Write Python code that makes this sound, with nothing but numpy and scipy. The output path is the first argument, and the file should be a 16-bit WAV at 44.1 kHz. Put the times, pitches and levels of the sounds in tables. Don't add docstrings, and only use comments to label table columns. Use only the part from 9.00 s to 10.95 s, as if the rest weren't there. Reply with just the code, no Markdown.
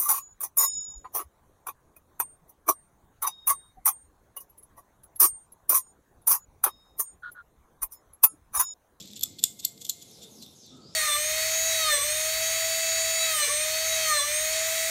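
import sys
import numpy as np
from scipy import signal
from scipy.io import wavfile
from scipy.ndimage import uniform_filter1d

SR = 44100
rng = np.random.default_rng(int(sys.argv[2]) if len(sys.argv) > 2 else 0)


def log_audio(samples):
    frames = np.atleast_2d(samples).T
    limited = np.clip(frames, -1, 1)
    pcm = np.round(limited * 32767).astype(np.int16)
    wavfile.write(sys.argv[1], SR, pcm)


def field_ratio(decibels):
    return 10 ** (np.asarray(decibels, dtype=float) / 20)


N = 85995

# start_s, peak_db
TICKS = [(0.0004, -38), (0.0044, -33), (0.0074, -44.5), (0.0141, -33.5), (0.0249, -34), (0.0294, -41),
         (0.035, -49), (0.0412, -48), (0.0487, -43), (0.0554, -43), (0.0747, -37.5), (0.0814, -46),
         (0.087, -44), (0.103, -41.5), (0.1124, -43.5), (0.128, -46), (0.1572, -37), (0.164, -35.5),
         (0.172, -35.5), (0.1761, -34), (0.1824, -37.5), (0.1933, -31), (0.2464, -29.5), (0.6634, -32),
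         (0.8156, -33.5), (0.824, -42.5), (0.9166, -30.5), (1.0176, -39), (1.0274, -40), (1.1124, -43),
         (1.4627, -40.5)]
# start_s, peak_db, length_s, tilt_db_per_octave, best_struck_mode_hz
KNOCKS = [(0.1333, -32.5, .001, -13, 3640), (0.2088, -24.5, 0.0027, -9.5, 11600),
          (0.22, -36, 0.0014, -10, 3460), (0.2237, -26.5, 0.0012, -5, 12000),
          (.2296, -19, 0.003, -0.5, 3480), (0.2324, -12, 0.0014, -1, 12200),
          (.2346, -10.5, 0.0018, -1.5, 11800), (.2362, -13, .001, -4, 7400),
          (.2385, -20, 0.0019, 0.5, 12000), (0.257, -31.5, 0.0016, -6, 7480),
          (.3915, -27, 0.0019, -6.5, 4300), (0.3982, -36, 0.00088, -11, 3840),
          (0.4, -36, 0.0011, -14, 11900), (.425, -42, .002, -7, 7600), (.4290, -27, 0.0018, -4, 11900),
          (.4372, -20, .001, -7, 7800), (.4385, 0, .0013, 3, 11970), (.4420, -18, 0.0018, -4.5, 7200),
          (0.4445, -20.5, 0.0012, -8, 3530), (.4512, -27, .002, -3, 11600), (0.643, -40, 0.0018, 10, 12000),
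          (0.6473, -25.5, 0.00078, -2.5, 7300), (0.6493, -7, .001, 0, 4220), (0.652, -7.5, .0008, 2, 11770),
          (0.6544, -22.5, .0015, -1, 7400), (0.656, -30, 0.0021, 4, 3440), (.776, -39.5, 0.0028, -7, 4300),
          (0.8498, -27, .002, -3.5, 7300), (0.852, -36, 0.0011, -4, 3500), (.8658, -29, 0.0011, -3, 5960),
          (0.8908, -26, .001, -2, 3460), (0.8942, -22, 0.0012, -4.5, 7100),
          (0.8954, -10.5, .0009, -0.5, 7050), (0.8983, -17.5, 0.0017, 2, 4020), (0.901, -37, .001, 0, 7700),
          (0.9041, -20, 0.0005, -3.5, 7250), (0.9075, -31.5, 0.0011, -4, 7800),
          (1.23, -47, 0.0023, -9, 4030), (1.424, -33.5, .002, -4.5, 4200), (1.634, -54, .0016, -4.5, 4200)]
# middle_s, level_db, half_length_s, tilt_db_per_octave, skin_squeak_hz
SCUFFS = [(.005, -47, 0.01, -17, 5400), (0.169, -40, 0.008, -9.5, 7100), (0.343, -61, 0.0058, -23, 4180),
          (.392, -39.5, 0.0058, -9.5, 4370), (0.442, -26, 0.0029, -2, 5010),
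          (0.649, -31.5, 0.0032, -5, 4180), (0.898, -28, .005, 0, 7070), (.600, -40, 0.0083, -6.5, 6750),
          (0.644, -43.5, 0.016, -9.5, 3630), (0.683, -48.5, .015, 11, 7900),
          (0.819, -41.5, 0.0093, -3, 6800), (0.853, -36.5, 0.0056, -4, 3520), (1.024, -46, 0.011, -6, 7000),
          (1.234, -46.5, 0.015, -7.5, 7200), (1.431, -48.5, 0.016, -6, 4130),
          (1.666, -57, 0.0049, 0.5, 7100), (1.774, -63, 0.0071, -3.5, 7750), (0.252, -58, 0.012, -8, 7360),
          (0.444, -39.5, 0.014, -16, 7500)]
# time_s, rattle_db
SPIN = [(0, -57.5), (.2, -70), (.3, -57.5), (.36, -68), (.46, -47), (.56, -62), (.66, -50), (.76, -63.5),
        (.88, -50), (1.0, -64), (1.2, -99.5)]
MODE_HZ = [3470, 4250, 5200, 6300, 7250, 7850, 9100, 11550, 12050, 12750, 15150]
# width_hz, level_db
MODES = [(280.5, -3.5), (356, -9), (345, -13.5), (500, -26), (420, -2.5), (360, -6), (497.5, -14.5),
         (402, -7.5), (261, 2), (500, -5.5), (860, -16)]
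# pitch_hz, level_db
STEEL = [(1300, -54), (2200, -31.5), (3200, -11.5), (5500, -5.5), (8000, -3), (10300, -13), (12500, -8),
         (15500, -21)]
# pitch_hz, level_db, t60_s
ROD = [(698.5, -82, 3.4), (2117, -74, 1.6)]
# pitch_hz, t60_s
ROOM = [(1000, 0.56), (3500, 0.17), (7500, 0.27), (12000, 0.084), (15500, 0.32)]
# pitch_hz, level_db
RUMBLE = [(25, -14), (48, -29), (66, -5), (190, 2), (450, -7), (800, -17.5), (1600, -30.5), (2300, -60)]
# pitch_hz, level_db
HISS = [(2000, -12), (2900, -7), (3600, 5), (5500, -2.5), (7400, 1), (8600, -6.5), (10800, -2.5),
        (15500, -18.5)]
# time_s, traffic_db, hiss_db, hiss_tilt_db_per_octave
WASH = [(0, 9, 11, -37), (.2, 5, 6, -12), (.35, 6.5, 3, -28), (.55, 4, -3, 6.5), (.75, 4, -3, -2.5),
        (1.0, 0.5, 5, 0), (1.25, 3.5, 4, 1.5), (1.4, 4.5, 0, 11), (1.6, 1, -0.5, 0.5),
        (1.721, 5, 0.5, -18.5), (1.85, 7.5, -1.5, -29.5), (1.95, 6.5, 3.5, -18)]
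# time_s, tilt_db_per_octave
NEARING = [
    (0, -2),
    (.4, -2.5),
    (1.2, 2.5),
    (1.95, -0.3),
]
# start_s, length_s, start_hz, end_hz, level_db
DRONES = [
    (1.17, 0.13, 500, 430, -59.5),
    (.72, .13, 452, 482, -65.5),
    (1.28, 0.1, 457, 480, -64),
    (1.3, 0.21, 200, 259, -59),
    (1.7, 0.25, 1267, 1287, -66),
    (1.68, 0.18, 255.4, 257, -58),
    (.22, 0.065, 1340, 1210, -68),
    (0.0313, 0.16, 187, 217.4, -57.5),
]
# start_s, length_s, start_hz, end_hz, level_db
BIRDS = [
    (1.056, 0.23, 7030, 3640, -66.5),
    (1.29, 0.25, 7000, 3620, -63.5),
    (1.529, 0.25, 7000, 3590, -64.5),
    (1.803, 0.18, 4440, 5250, -63.5),
    (1.924, .08, 8700, 11600, -74),
]
# start_s, length_s, start_hz, end_hz, level_db
TRILLS = [
    (1.06, 0.15, 6600, 5000, -67),
    (1.301, 0.28, 6660, 4900, -68.5),
    (1.544, 0.21, 6600, 5200, -65.5),
    (1.207, 0.056, 3710, 3540, -59),
    (1.408, 0.075, 3580, 3760, -66),
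    (1.629, 0.15, 3710, 3610, -66),
]

STEEL_DB, PIVOT_HZ, EDGE_HZ = 8.5, 7000, 15360
SPREAD_DB, DETUNE = 1.5, .004
SQUEAK_WIDTH_HZ = 404
GRIT_DB, KNOCK_GRIT_DB = 3, 1.5
TICK_S, TICK_TILT_DB = 0.00098, -6.5
BEST_MODE_DB, BLOW, RISE = 0.5, 2.14, 0.69
CEILING_DB, DULLEST_DB = 2.8, -7
SQUEAK_DB, SKIN_DB = 3, -7
ROD_BLUR_HZ = 13.8
THUMP_DB, THUMP_HZ, THUMP_WIDTH_HZ = -38, 1000, 800
ROOM_DB, ECHO_DB, WALL_S = -14, 7, .011
RUMBLE_DB, HISS_DB = -61.5, -61
WOBBLE = .1
SETTLE, BLUR_HZ, TRILL_HZ = 1.7, 393, 750
LOW_CUT_HZ, SELF_NOISE_DB = 60, -78.5


def evened(x):
    return x / np.sqrt(np.mean(x ** 2) + 1e-20)


def read(points, hz):
    f, value = np.transpose(points)
    return np.interp(np.log(hz + 1), np.log(f + 1), value)


def add(mix, s, sound):
    part = mix[max(round(s * SR), 0):][:len(sound)]
    part += sound[:len(part)]


def resonate(x, hz, width):
    turn = np.exp(2j * np.pi * np.cumsum(hz * np.ones(len(x))) / SR)
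    r = np.exp(-np.pi * width / SR)
    return 2 * (turn * signal.lfilter([1 - r], [1, -r], x / turn + 1e-18)).real


def causal(gain_db):
    log = np.log(field_ratio(np.r_[gain_db, gain_db[-2:0:-1]]))
    minimum_phase = np.exp(log - 1j * signal.hilbert(log).imag)
    return np.fft.ifft(minimum_phase).real[:len(gain_db)]


def peak(hz, centre, width):
    return 1 + (2 * (hz - centre) / width) ** 2


def steel(drive, tilt_db, squeak_hz=4300, squeak_db=-60, damp_db=0):
    hz = np.fft.rfftfreq(2048, 1 / SR)
    grip = rng.standard_normal((len(MODES), 2))
    power = field_ratio(read(STEEL, hz) + STEEL_DB - 15.5) ** 2
    for f, (width, db), (louder, sharper) in zip(MODE_HZ, MODES, grip):
        gain = field_ratio(db + damp_db + SPREAD_DB * louder)
        power = power + gain ** 2 / peak(hz, f * (1 + DETUNE * sharper), width) ** 2
    tilt = tilt_db * np.log2((hz + 500) / PIVOT_HZ)
    colour = field_ratio(10 * np.log10(power) + tilt) ** 2
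    squeak = field_ratio(squeak_db) ** 2 / peak(hz, squeak_hz, SQUEAK_WIDTH_HZ) ** 2
    colour = colour + colour.max() * squeak
    colour = colour / (1 + (hz / EDGE_HZ) ** 40)
    return signal.fftconvolve(drive, causal(10 * np.log10(colour)))


def grit(size, db=GRIT_DB):
    strength = np.repeat(rng.standard_normal(size // 16 + 1), 16)[:size]
    return rng.standard_normal(size) * field_ratio(db * strength)


def knocks():
    out, t = np.zeros(N), np.arange(2000) / SR
    ticks = [(s, db, TICK_S, TICK_TILT_DB, rng.choice(MODE_HZ[::4])) for s, db in TICKS]
    for s, db, length, tilt_db, hz in [*KNOCKS, *ticks]:
        u = t / max(length, 2e-4)
        force = grit(2000, KNOCK_GRIT_DB) * np.minimum(u / RISE, 1) * np.exp(-u ** 1.09)
        force[round(RISE * length * SR)] += BLOW
        sound = steel(force, max(tilt_db, DULLEST_DB), hz, BEST_MODE_DB)
        add(out, s, field_ratio(min(db, CEILING_DB)) * sound / abs(sound).max())
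    return out


def rod():
    out, blows, t = np.zeros(N), np.zeros(N), np.arange(N) / SR
    for s, db, *_ in [*KNOCKS, *TICKS]:
        add(blows, s, field_ratio(np.array([db])))
    for hz, db, t60 in ROD:
        shimmer = evened(resonate(rng.standard_normal(N), hz, ROD_BLUR_HZ))
        out += shimmer * signal.fftconvolve(blows, field_ratio(db - 60 * t / t60))[:N]
    thump = resonate(blows ** 2, THUMP_HZ, THUMP_WIDTH_HZ)
    return out + field_ratio(THUMP_DB) * thump / abs(thump).max()


def spin():
    level_db = np.interp(np.arange(N) / SR, *np.transpose(SPIN))
    return evened(steel(grit(N), -4.0)[:N]) * field_ratio(level_db)


def scuffs():
    out, middle = np.zeros(N), .05
    for s, db, half, tilt_db, hz in SCUFFS:
        shape = np.exp(-((np.arange(4410) / SR - middle) / half) ** 2)
        sound = steel(grit(4410), tilt_db, hz, SQUEAK_DB, SKIN_DB)[:4410]
        cut = max(round((middle - s) * SR), 0)
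        add(out, s - middle, (field_ratio(db) * evened(sound) * shape)[cut:])
    return out


def room(x):
    taps = np.zeros(SR // 2)
    at = np.arange(300, len(taps) - 20, 20) + rng.integers(0, 20, (len(taps) - 301) // 20)
    taps[at] = rng.choice([-1., 1.], len(at))
    hz, t, z = signal.stft(taps, SR, nperseg=256)
    decay = field_ratio(-60 * t / read(ROOM, hz)[:, None])
    tail = signal.istft(z * decay, SR, nperseg=256)[1]
    tail = tail * np.clip(np.arange(len(tail)) / SR / WALL_S, 0, 1) ** 3
    return signal.fftconvolve(x, tail / np.linalg.norm(tail))[:N]


def wash(colour, level_db, tilt_db, patchy_db, pivot_hz):
    frames, hz = N // 256 + 5, np.fft.rfftfreq(1024, 1 / SR)
    a, b, patches = rng.standard_normal((frames, 513, 3)).T
    patches = evened(uniform_filter1d(uniform_filter1d(patches, 10, 0), 12, 1))
    octaves = np.log2(np.maximum(hz / pivot_hz, 1))[:, None]
    lean = octaves * np.interp(np.arange(frames) * 256, np.arange(N), tilt_db)
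    spectra = (a + 1j * b) * field_ratio(read(colour, hz)[:, None] + patchy_db * patches + lean)
    noise = signal.istft(spectra, nperseg=1024, noverlap=768)[1][:N]
    return field_ratio(level_db) * evened(noise)


def street():
    s, columns = np.arange(N) / SR, np.transpose(WASH)
    traffic_db, hiss_db, tilt_db = (np.interp(s, columns[0], c) for c in columns[1:])
    nearing_db = np.interp(s, *np.transpose(NEARING))
    traffic = wash([*RUMBLE, (4000, -76.5)], RUMBLE_DB + traffic_db, nearing_db, 1.42, 250)
    return traffic + wash([(900, -38.5), *HISS], HISS_DB + hiss_db, tilt_db, 0.71, 7340)


def glide(length, from_hz, to_hz, db, width, bend):
    u = np.arange(round(length * SR)) / (length * SR)
    hz = to_hz + (from_hz - to_hz) * np.maximum(1 - bend * u, 0)
    air = rng.standard_normal(30000)[:len(u)]
    air = resonate(resonate(air, hz, width), hz, width)
    return field_ratio(db) * evened(air) * np.sqrt(np.sin(np.pi * u ** 0.68) + 1e-9)


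def drones():
    out = np.zeros(N)
    for start, length, a, b, db in DRONES:
        add(out, start, glide(length, a, b, db, 12 + WOBBLE * a * (a / 1300), 1))
    return out


def birds():
    out = np.zeros(N)
    for start, length, a, b, db in BIRDS:
        add(out, start, glide(length, a, b, db, BLUR_HZ, SETTLE))
    for start, length, a, b, db in TRILLS:
        add(out, start, glide(length, a, b, db, TRILL_HZ * (a / 6600) ** 2, 1))
    return out + field_ratio(ECHO_DB) * room(out)


def scene():
    near = knocks() + rod() + spin() + scuffs()
    outside = street() + drones() + birds()
    return (near + field_ratio(ROOM_DB) * room(near) + outside)[None]


def top_cut(x):
    return signal.sosfilt(signal.butter(12, 16190, fs=SR, output="sos"), x)


def record(dry):
    noisy = dry + field_ratio(SELF_NOISE_DB) * rng.standard_normal(dry.shape)
    low_cut = signal.butter(3, LOW_CUT_HZ, "high", fs=SR, output="sos")
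    edge = signal.firwin(255, EDGE_HZ, window=("kaiser", 8), fs=SR)[None]
    heard = signal.oaconvolve(signal.sosfilt(low_cut, noisy), edge, "same")
    return top_cut(np.clip(heard, -1, 1))


dry = scene()
out = record(dry)
log_audio(out)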